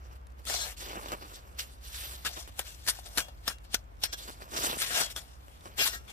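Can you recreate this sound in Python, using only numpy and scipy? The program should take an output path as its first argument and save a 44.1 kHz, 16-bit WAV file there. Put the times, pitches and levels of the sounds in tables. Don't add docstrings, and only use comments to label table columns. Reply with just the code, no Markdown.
import sys
import numpy as np
from scipy import signal
from scipy.fft import rfft, irfft
from scipy.io import wavfile

SR = 44100
rng = np.random.default_rng(int(sys.argv[2]) if len(sys.argv) > 2 else 0)


def field_ratio(decibels):
    return 10 ** (np.asarray(decibels, dtype=float) / 20)


def log_audio(samples):
    frames = np.atleast_2d(samples).T
    limited = np.clip(frames, -1, 1)
    pcm = np.round(limited * 32767).astype(np.int16)
    wavfile.write(sys.argv[1], SR, pcm)


N = 269892

# [t/s, crunch level/dB, thud rel. level/dB]
NEAR_STROKES = [
    [(0.436, -72, -10), (0.466, -47.5, -20), (0.502, -42.5, 1.5), (0.638, -44.5, -5), (0.666, -43.5, 4),
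     (0.722, -49, -8), (0.754, -66, 1)],
    [(4.78, -46, -17), (4.824, -35, -17), (4.858, -43.5, -12), (4.89, -41.5, -26), (4.964, -34, 1),
     (5.014, -32, 0), (5.076, -51, -0.5), (5.114, -61, -3)],
    [(5.76, -67, 0), (5.782, -43.5, -17), (5.804, -38, -15), (5.876, -34.5, -29), (5.902, -54, -1),
     (5.944, -45.5, -23), (5.99, -69, -6)],
]
NEAR_STROKE_DUST = [-2.5, -4, 2.5]
# [peak t/s, swell/s, die/s, peak level/dB, thud rel. level/dB]
NEAR_CRUMBLES = [(2.29, 0.037, 0.056, -49.5, 0), (2.388, 0.12, 0.11, -49.5, 0),
                 (2.676, 0.12, 0.21, -51.5, -17), (2.93, 0.019, 0.16, -51.5, -6),
                 (3.064, 0.032, 0.28, -58, 3.5), (3.22, 0.065, 0.1, -58, 9),
                 (3.519, 0.083, 0.034, -52.5, -5), (3.65, 0.033, 0.018, -63.5, 5),
                 (3.79, .03, .06, -67.5, 5), (3.92, .03, 0.041, -86, 26.5), (5.2, .03, 0.25, -59.5, 3),
                 (5.478, 0.11, 0.39, -69.5, 4), (6.1, 0.13, .1, -62.5, 7)]
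# [t/s, blow level/dB, thud rel. level/dB, clank f/Hz, clank rel. level/dB, press rel. level/dB]
PATS = [(0.4707, -39, -24, 4330, 22.5, -54), (0.54, -27, 8, 6350, 12, -19),
        (2.2488, -17, -34, 1560, -2, -1), (2.5921, -8.5, -8, 1742, 4, -23),
        (2.8654, -24.5, -23, 1390, 2, -10), (2.8751, -12.5, -28, 1647, -5, -3),
        (2.8849, -6, -35, 1895, -10.5, -15.5), (3.0596, -43.5, -22, 4700, 25, -24),
        (3.1743, -12.5, -23, 4220, 8.5, -38), (3.182, -6.5, -17, 1600, -9.5, -10.5),
        (3.478, -9, -24, 5070, 5.5, -20.5), (3.5007, -45.5, -24, 1666, 14.5, -2.5),
        (3.7437, -4, -17, 1550, -2, -29), (4.0355, -5.5, -21, 5330, -2.5, -14),
        (4.8182, -19, -26, 3360, 8, -8), (5.0043, -32, -25, 6500, 3, -17),
        (5.1006, -33.5, -19, 5400, -6.5, 3), (5.1621, -15, -28, 3500, 1, -10),
        (5.7804, -31, -23, 3340, 2, -19), (5.7911, -25.5, -24, 3450, 6.5, -4),
        (6.0793, -38, -13, 3340, 10.5, -4.5)]
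# [t/s, blow level/dB, thud rel. level/dB, press rel. level/dB]
NEAR_LUMPS = [(0.4976, -21, 4, -40), (2.988, -37.5, 8, -25), (3.2835, -37, 10.5, -34)]
# [f/Hz, rel. level per Hz/dB]
NEAR_THUD = [(59, -47), (100, -57), (364, -9), (694, 10), (1370, -4.5), (1500, -4), (1950, -16),
             (3300, -120)]


def near_shovel():
    firm_pat_db, lead_in_db, lead_in_swell_s = -20, -45, 0.039
    lead_ins = [(s, lead_in_swell_s, .01, db + lead_in_db, -5.) for s, db, *_ in PATS if db > firm_pat_db]
    events = blow_rows(PATS, NEAR_LUMPS)
    return shovel(slide=sliding(NEAR_STROKES, NEAR_STROKE_DUST, NEAR_CRUMBLES + lead_ins),
                  events=events,
                  hits=blows(events, rise_s=0.006, crack_s=0.0061, press_s=0.023, fade_s=0.008),
                  thud_colour=NEAR_THUD, thuds_per_s=1500., ring_db=-13, clank_damping=5,
                  lags=(-5.0, -17.0, -16.0, -1.0), pans_db=(3.9, 10.5, 3.8, 5.5))


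# [t/s, crunch level/dB, thud rel. level/dB]
FAR_STROKES = [
    [(0.77, -59, 5), (0.81, -48.5, 5), (0.97, -56.5, 22), (1.042, -56, 17), (1.132, -58, 24.5),
     (1.204, -62.5, 11.5), (1.262, -61, 16.5), (1.358, -56, 9.5), (1.4, -69, 12)],
    [(1.82, -68, -7), (1.852, -54, 2), (1.9, -56, -17), (1.952, -48, -17), (2.058, -44.5, -1),
     (2.202, -58, 8), (2.24, -59, -7)],
    [(4.116, -64, 0), (4.132, -43, -20), (4.15, -73, -20), (4.18, -52.5, 2), (4.29, -56, 7),
     (4.39, -70, 14)],
    [(4.49, -64, 5), (4.534, -50.5, 14.5), (4.584, -42.5, 11.5), (4.64, -39.5, 10.5), (4.666, -32, 0),
     (4.684, -39.5, 11), (4.774, -48, 13), (4.8, -62, -8)],
]
FAR_STROKE_DUST = [-2.5, -2, -3, -3.5]
# [peak t/s, swell/s, die/s, peak level/dB, thud rel. level/dB]
FAR_CRUMBLES = [(0.14, 0.37, 0.05, -72, 23), (0.394, 0.027, 0.044, -65.5, 17),
                (1.482, 0.19, 0.14, -68, 19.5), (1.594, 0.016, 0.046, -40, -11),
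                (1.65, 0.098, 0.23, -63, 9), (4.415, 0.026, 0.11, -56, 16.5),
                (5.652, 0.14, 0.9, -66.5, 17.5)]
# [t/s, blow level/dB, clank f/Hz, clank rel. level/dB, press rel. level/dB]
KNOCKS = [(0.4529, -22.5, 640, -10, -30), (1.0853, -28, 2260, -8, -10), (1.589, -43.5, 2060, 14, -12),
          (1.625, -44, 2700, 15, -1.5), (4.128, -27.5, 3460, 12.5, -2), (4.562, -30, 2640, 15.5, 0),
          (4.6117, -40, 2250, 3, -21), (4.6992, -33, 646, 1, -20)]
# [t/s, blow level/dB, thud rel. level/dB, press rel. level/dB]
FAR_LUMPS = [(0.1544, -46, 7, -6), (1.1195, -24, 13, -12), (1.2116, -47.5, 15, 0.5), (2.367, -31, 11.5, -2),
             (2.476, -33, 8, -5.5), (4.278, -35, 14, -7), (4.2962, -35, 15, -13.5),
             (5.4827, -42.5, 16, -13.5), (5.657, -45, 27, -12), (5.6681, -50.5, 15, -20)]
# [f/Hz, rel. level per Hz/dB]
FAR_THUD = [(59, -56), (100, -10.5), (359, -0.5), (886, -2), (1170, 2), (2000, -11.5), (3000, -11),
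            (4400, -58.5)]


def far_shovel():
    knock_thud_db = -15
    knocks = [(s, db, knock_thud_db, *rest) for s, db, *rest in KNOCKS]
    events = blow_rows(knocks, FAR_LUMPS)
    return shovel(slide=sliding(FAR_STROKES, FAR_STROKE_DUST, FAR_CRUMBLES),
                  events=events,
                  hits=blows(events, rise_s=0.0012, crack_s=0.0016, press_s=0.016, fade_s=0.0048),
                  thud_colour=FAR_THUD, thuds_per_s=600., ring_db=-15.5, clank_damping=2.5,
                  lags=(16.54, 17.73, 8.7, 10.5), pans_db=(-0.25, -0.59, 0.68, -0.67))


# [t/s, shaken for/s, shaking level/dB, modes under 2 kHz rel. level/dB, modes of 2-3.4 kHz rel. level/dB]
CLEAR_BLADE = [(0.479, .16, -42, -9.5, -25), (3.2, 0.021, -63, -2, 14), (3.495, .02, -61.5, 6, 14),
               (4.05, 0.052, -61, 1, 3), (4.902, 0.11, -48, 7, -3), (5.788, 0.036, -39, -1.5, 11.5),
               (5.849, 0.052, -44, -2, -7), (5.93, 0.036, -51.5, 5.5, -2), (6.08, 0.032, -68, -4, 16)]


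def clear_blade():
    spans = [[(s, *levels), (s + length, *levels)] for s, length, *levels in CLEAR_BLADE]
    shaking_db, low_db, middle_db = in_time(spans)
    shake = grains(per_s=4000., spread_db=3.5, shared=.9) * field_ratio(shaking_db)

    def reach_db(hz):
        return low_db if hz < 2000 else middle_db if hz < 3400 else 0

    ringing = plate(shake, damping=1.2, wander_db=2, reach_db=reach_db)
    return placed(ringing, lag=-10.0, pan_db=5.5)


def shovel(slide, events, hits, thud_colour, thuds_per_s, ring_db, clank_damping, lags, pans_db):
    slide_crunch, slide_thud, slide_dust, slide_shake = slide
    hit_crunch, hit_thud, hit_clank, clank_hz = hits
    contact = np.zeros(N)
    contact[[round(row[0] * SR) + 2 for row in events]] = 1
    crunch = crushing(slide_crunch + hit_crunch, contact)
    crunch += ice_dust(slide_dust + hit_crunch * field_ratio(-3.5))
    thud = packed_snow(slide_thud * field_ratio(-7) + hit_thud, contact, thud_colour, thuds_per_s)
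    shake = grains(per_s=4000., spread_db=3.5, shared=.88)
    ring = plate(shake * field_ratio(ring_db) * slide_shake, damping=3.5, wander_db=5.5)
    clank = clanking(shake * hit_clank * field_ratio(5), clank_hz, clank_damping)
    return sum(placed(*part) for part in zip([crunch, thud, ring, clank], lags, pans_db))


# [f/Hz, rel. level per Hz/dB]
CRUNCH = [(410, -16.5), (700, -9), (1310, -6.5), (1810, -0.5), (2420, -0.5), (3600, 3.5), (9000, -2.5),
          (11700, -5), (19800, -120)]


def crushing(gain, contact):
    fine = grains(per_s=9000., spread_db=3.5, shared=.55) + 2 * contact
    return patchy(colour(fine * gain, CRUNCH), patch_db=4.5, rate=14.)


# [f/Hz, rel. level per Hz/dB]
DUST = [(5290, -27.5), (9000, -6), (13900, 25), (15000, 1.5), (15400, -103)]


def ice_dust(gain):
    return colour(grains(per_s=14000., spread_db=3, shared=.5) * gain, DUST)


def packed_snow(gain, contact, spectrum, per_s):
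    coarse = grains(per_s=per_s, spread_db=3.0, shared=0.94) + 7.2 * contact
    return colour(coarse * gain, spectrum)


def clanking(force, clank_hz, damping):
    def reach_db(hz):
        octaves = np.log2(hz / clank_hz)
        return -18 * (1 - np.exp(-(octaves / 0.11) ** 2))

    return plate(force, damping=damping, wander_db=1.5, reach_db=reach_db)


# [f/Hz, rel. level/dB, t60/s]
PLATE = [(710, -10, .06), (1340, -8, .3), (1500, -4, .2), (1632, 1, .12), (1860, -3, .1), (2180, -9, .12),
         (2400, -8, .1), (2767, -5, .33), (3311, -4, .28), (3505, -4, .1), (3860, -9, .15), (4120, -5, .12),
         (4290, -6, .16), (4806, -7, .12), (5120, -6, .15), (5380, -4, .2), (5490, -6, .08), (5780, -5, .2),
         (5960, -7, .2), (6200, -8, .16), (6465, -5, .15), (7060, -8, .1), (7470, -5, .15), (7900, -8, .07)]


def plate(force, damping, wander_db, reach_db=lambda hz: 0):
    out = 0
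    for hz, level_db, t60 in PLATE:
        r = field_ratio(-60 * damping / (t60 * SR))
        w = 2 * np.pi * hz / SR
        gain_db = level_db + reach_db(hz) + wander_db * drift(10.)
        push = force * field_ratio(gain_db) * np.sqrt(1 - r * r)
        out = out + signal.lfilter([0, np.sin(w)], [1, -2 * r * np.cos(w), r * r], push + 1e-18)
    return out


def sliding(strokes, dusts_db, crumbles):
    crumble_dust_db, crumble_shake_db = -2, 0.5
    tables = [[(*row, db) for row in rows] for rows, db in zip(strokes, dusts_db)]
    crunch_db, thud_db, dust_db = in_time(tables)
    gains = field_ratio([crunch_db, crunch_db + thud_db, crunch_db + dust_db, crunch_db])
    t = np.arange(N) / SR
    for s, swell_s, die_s, db, low_db in crumbles:
        shape = field_ratio(db - 20 * np.maximum((s - t) / swell_s, (t - s) / die_s))
        gains = gains + np.outer(field_ratio([0, low_db, crumble_dust_db, crumble_shake_db]), shape)
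    return gains


def blow_rows(hits, lumps):
    clank_hz, clank_db = 714, -1.5
    return sorted(hits + [(s, db, low_db, clank_hz, clank_db, press_db) for s, db, low_db, press_db in lumps])


def blows(events, rise_s, crack_s, press_s, fade_s):
    crunch, thud, clank = np.zeros((3, N + SR))
    pitch = np.full(N + SR, 3e3)
    t = np.arange(-1000, 8000) / SR
    for s, db, thud_db, clank_hz, clank_db, press_db in events:
        crack = np.where(t < 0, 0.092 * np.exp(t / rise_s), np.exp(-t / crack_s))
        press = field_ratio(press_db) * (t > 0) * np.exp(-np.maximum(t - press_s, 0) / fade_s)
        shape = field_ratio(db - 20) * np.maximum(crack, press)
        start = round(s * SR)
        at = slice(start - 1000, start + 8000)
        crunch[at] += shape
        thud[at] += shape * field_ratio(thud_db)
        clank[at] += shape * field_ratio(clank_db)
        pitch[start - 50:] = clank_hz
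    return crunch[:N], thud[:N], clank[:N], pitch[:N]


def grains(per_s, spread_db, shared):
    sizes = field_ratio(spread_db * np.minimum(rng.exponential(1, (3, N)), 4)) * rng.choice([-1, 1], (3, N))
    chance = per_s * field_ratio(3.0 * drift(40.)) / SR
    clicks = sizes * (rng.random((3, N)) < chance)
    shared = np.clip(shared, 0, 1)
    return rms_one(np.sqrt(shared) * clicks[0] + np.sqrt(1 - shared) * clicks[1:])


def patchy(x, patch_db, rate):
    out, edges = 0, 400 * 2 ** (np.arange(17) / 3)
    for low, high in zip(edges, edges[1:]):
        band = signal.sosfilt(signal.butter(1, [low, high], "band", fs=SR, output="sos"), x)
        out = out + band * field_ratio(patch_db * drift(rate))
    return out


def ticks():
    crumbs = np.abs(grains(per_s=49, spread_db=7.0, shared=0.83))
    puffs = signal.lfilter([1], [1, -np.exp(-1 / (0.0017 * SR))], crumbs)
    return field_ratio(-75.5) * colour(rms_one(puffs * rng.standard_normal(N)), CRUNCH)


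# [f/Hz, rel. level per Hz/dB]
AIR = [(13, -31), (22, -4.5), (64, 2.5), (82, 0), (150, -12.5), (252, -16.5), (424, -18.5), (528, -17),
       (1080, -17.5), (2730, -31), (3700, -37), (7140, -45), (11400, -51), (13800, -35.5), (15400, -87)]
# [f/Hz, likeness]
AIR_LIKENESS = [(40, 0.18), (120, 1), (300, 0.18), (1000, -0.82), (3000, -0.093)]


def air():
    mid, side = colour(rng.standard_normal((2, N)), AIR)
    alike = np.clip(at_hz(AIR_LIKENESS, np.arange(N // 2 + 1) * SR / N), -1, 1)
    mid = irfft(rfft(mid) * np.sqrt(1 + alike), N)
    side = irfft(rfft(side) * np.sqrt(1 - alike), N)
    return field_ratio(-56) * np.array([mid + side, mid - side])


# [t/s, low tone rel. level/dB, upper tone rel. level/dB]
LOW_TONES = [(0.0, -58, -44), (0.71, -50.5, -48.5), (1.09, -49.5, -65), (1.31, -58, -78),
             (1.5, -53.5, -49.5), (2.22, -54, -46.5), (2.57, -55, -52.5), (3.53, -50, -57),
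             (3.99, -50, -63.5), (4.65, -53, -51), (4.89, -57, -70), (5.15, -49, -51), (5.4, -57, -53),
             (5.78, -58, -77), (5.95, -48.5, -51), (6.12, -65, -53)]


def low_tones():
    low_db, upper_db = in_time([LOW_TONES])
    low_hz = 50.8 + 0.28 * drift(0.92)
    upper_hz = 63.6 + 0.93 * drift(2.6)
    low = field_ratio(low_db + 2.0) * np.sin(2 * np.pi * np.cumsum(low_hz) / SR)
    upper = field_ratio(upper_db + 1.0) * np.sin(2 * np.pi * np.cumsum(upper_hz) / SR)
    return low + upper


def placed(x, lag, pan_db):
    late = np.exp(-1j * np.pi * np.outer([lag, -lag], np.arange(N // 2 + 1)) / N)
    return irfft(rfft(x) * late, N) * field_ratio([[pan_db / 2], [-pan_db / 2]])


def colour(x, spectrum):
    cepstrum = irfft(np.log(field_ratio(at_hz(spectrum, np.arange(2049) * SR / 4096))))
    cepstrum[1:2048] *= 2
    cepstrum[2049:] = 0
    pulse = irfft(np.exp(rfft(cepstrum)))
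    return signal.oaconvolve(x, [pulse / np.sqrt(np.sum(pulse ** 2))], axes=1)[:, :N]


def at_hz(points, hz):
    points = np.array(points)
    return np.interp(np.log(hz + 1), np.log(points[:, 0]), points[:, 1])


def drift(rate):
    r = np.exp(-80 * np.pi * rate / SR)
    noise = rng.standard_normal(N // 40 + 2002)
    slow = signal.lfilter([1], [1, -2 * r, r * r], noise)[2000:]
    return np.interp(np.arange(N) / 40, np.arange(len(slow)), rms_one(slow))


def in_time(tables):
    rows = []
    for table in tables:
        first, last = table[0], table[-1]
        rows += [(first[0] - .02, -90, *first[2:]), *table, (last[0] + .02, -90, *last[2:])]
    s, *columns = np.transpose(rows)
    return [np.interp(np.arange(N) / SR, s, c) for c in columns]


def rms_one(x):
    return x / np.sqrt(np.mean(x ** 2) + 1e-20)


def scene():
    return near_shovel() + clear_blade() + far_shovel() + ticks() + air() + low_tones()


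def roll_off(x):
    return signal.sosfilt(signal.butter(12, 15520, fs=SR, output="sos"), x)


def record(dry):
    low_cut = signal.butter(2, 38.0, "high", fs=SR, output="sos")
    mix = signal.sosfilt(low_cut, dry)
    return roll_off(mix)


dry = scene()
out = record(dry)
log_audio(out)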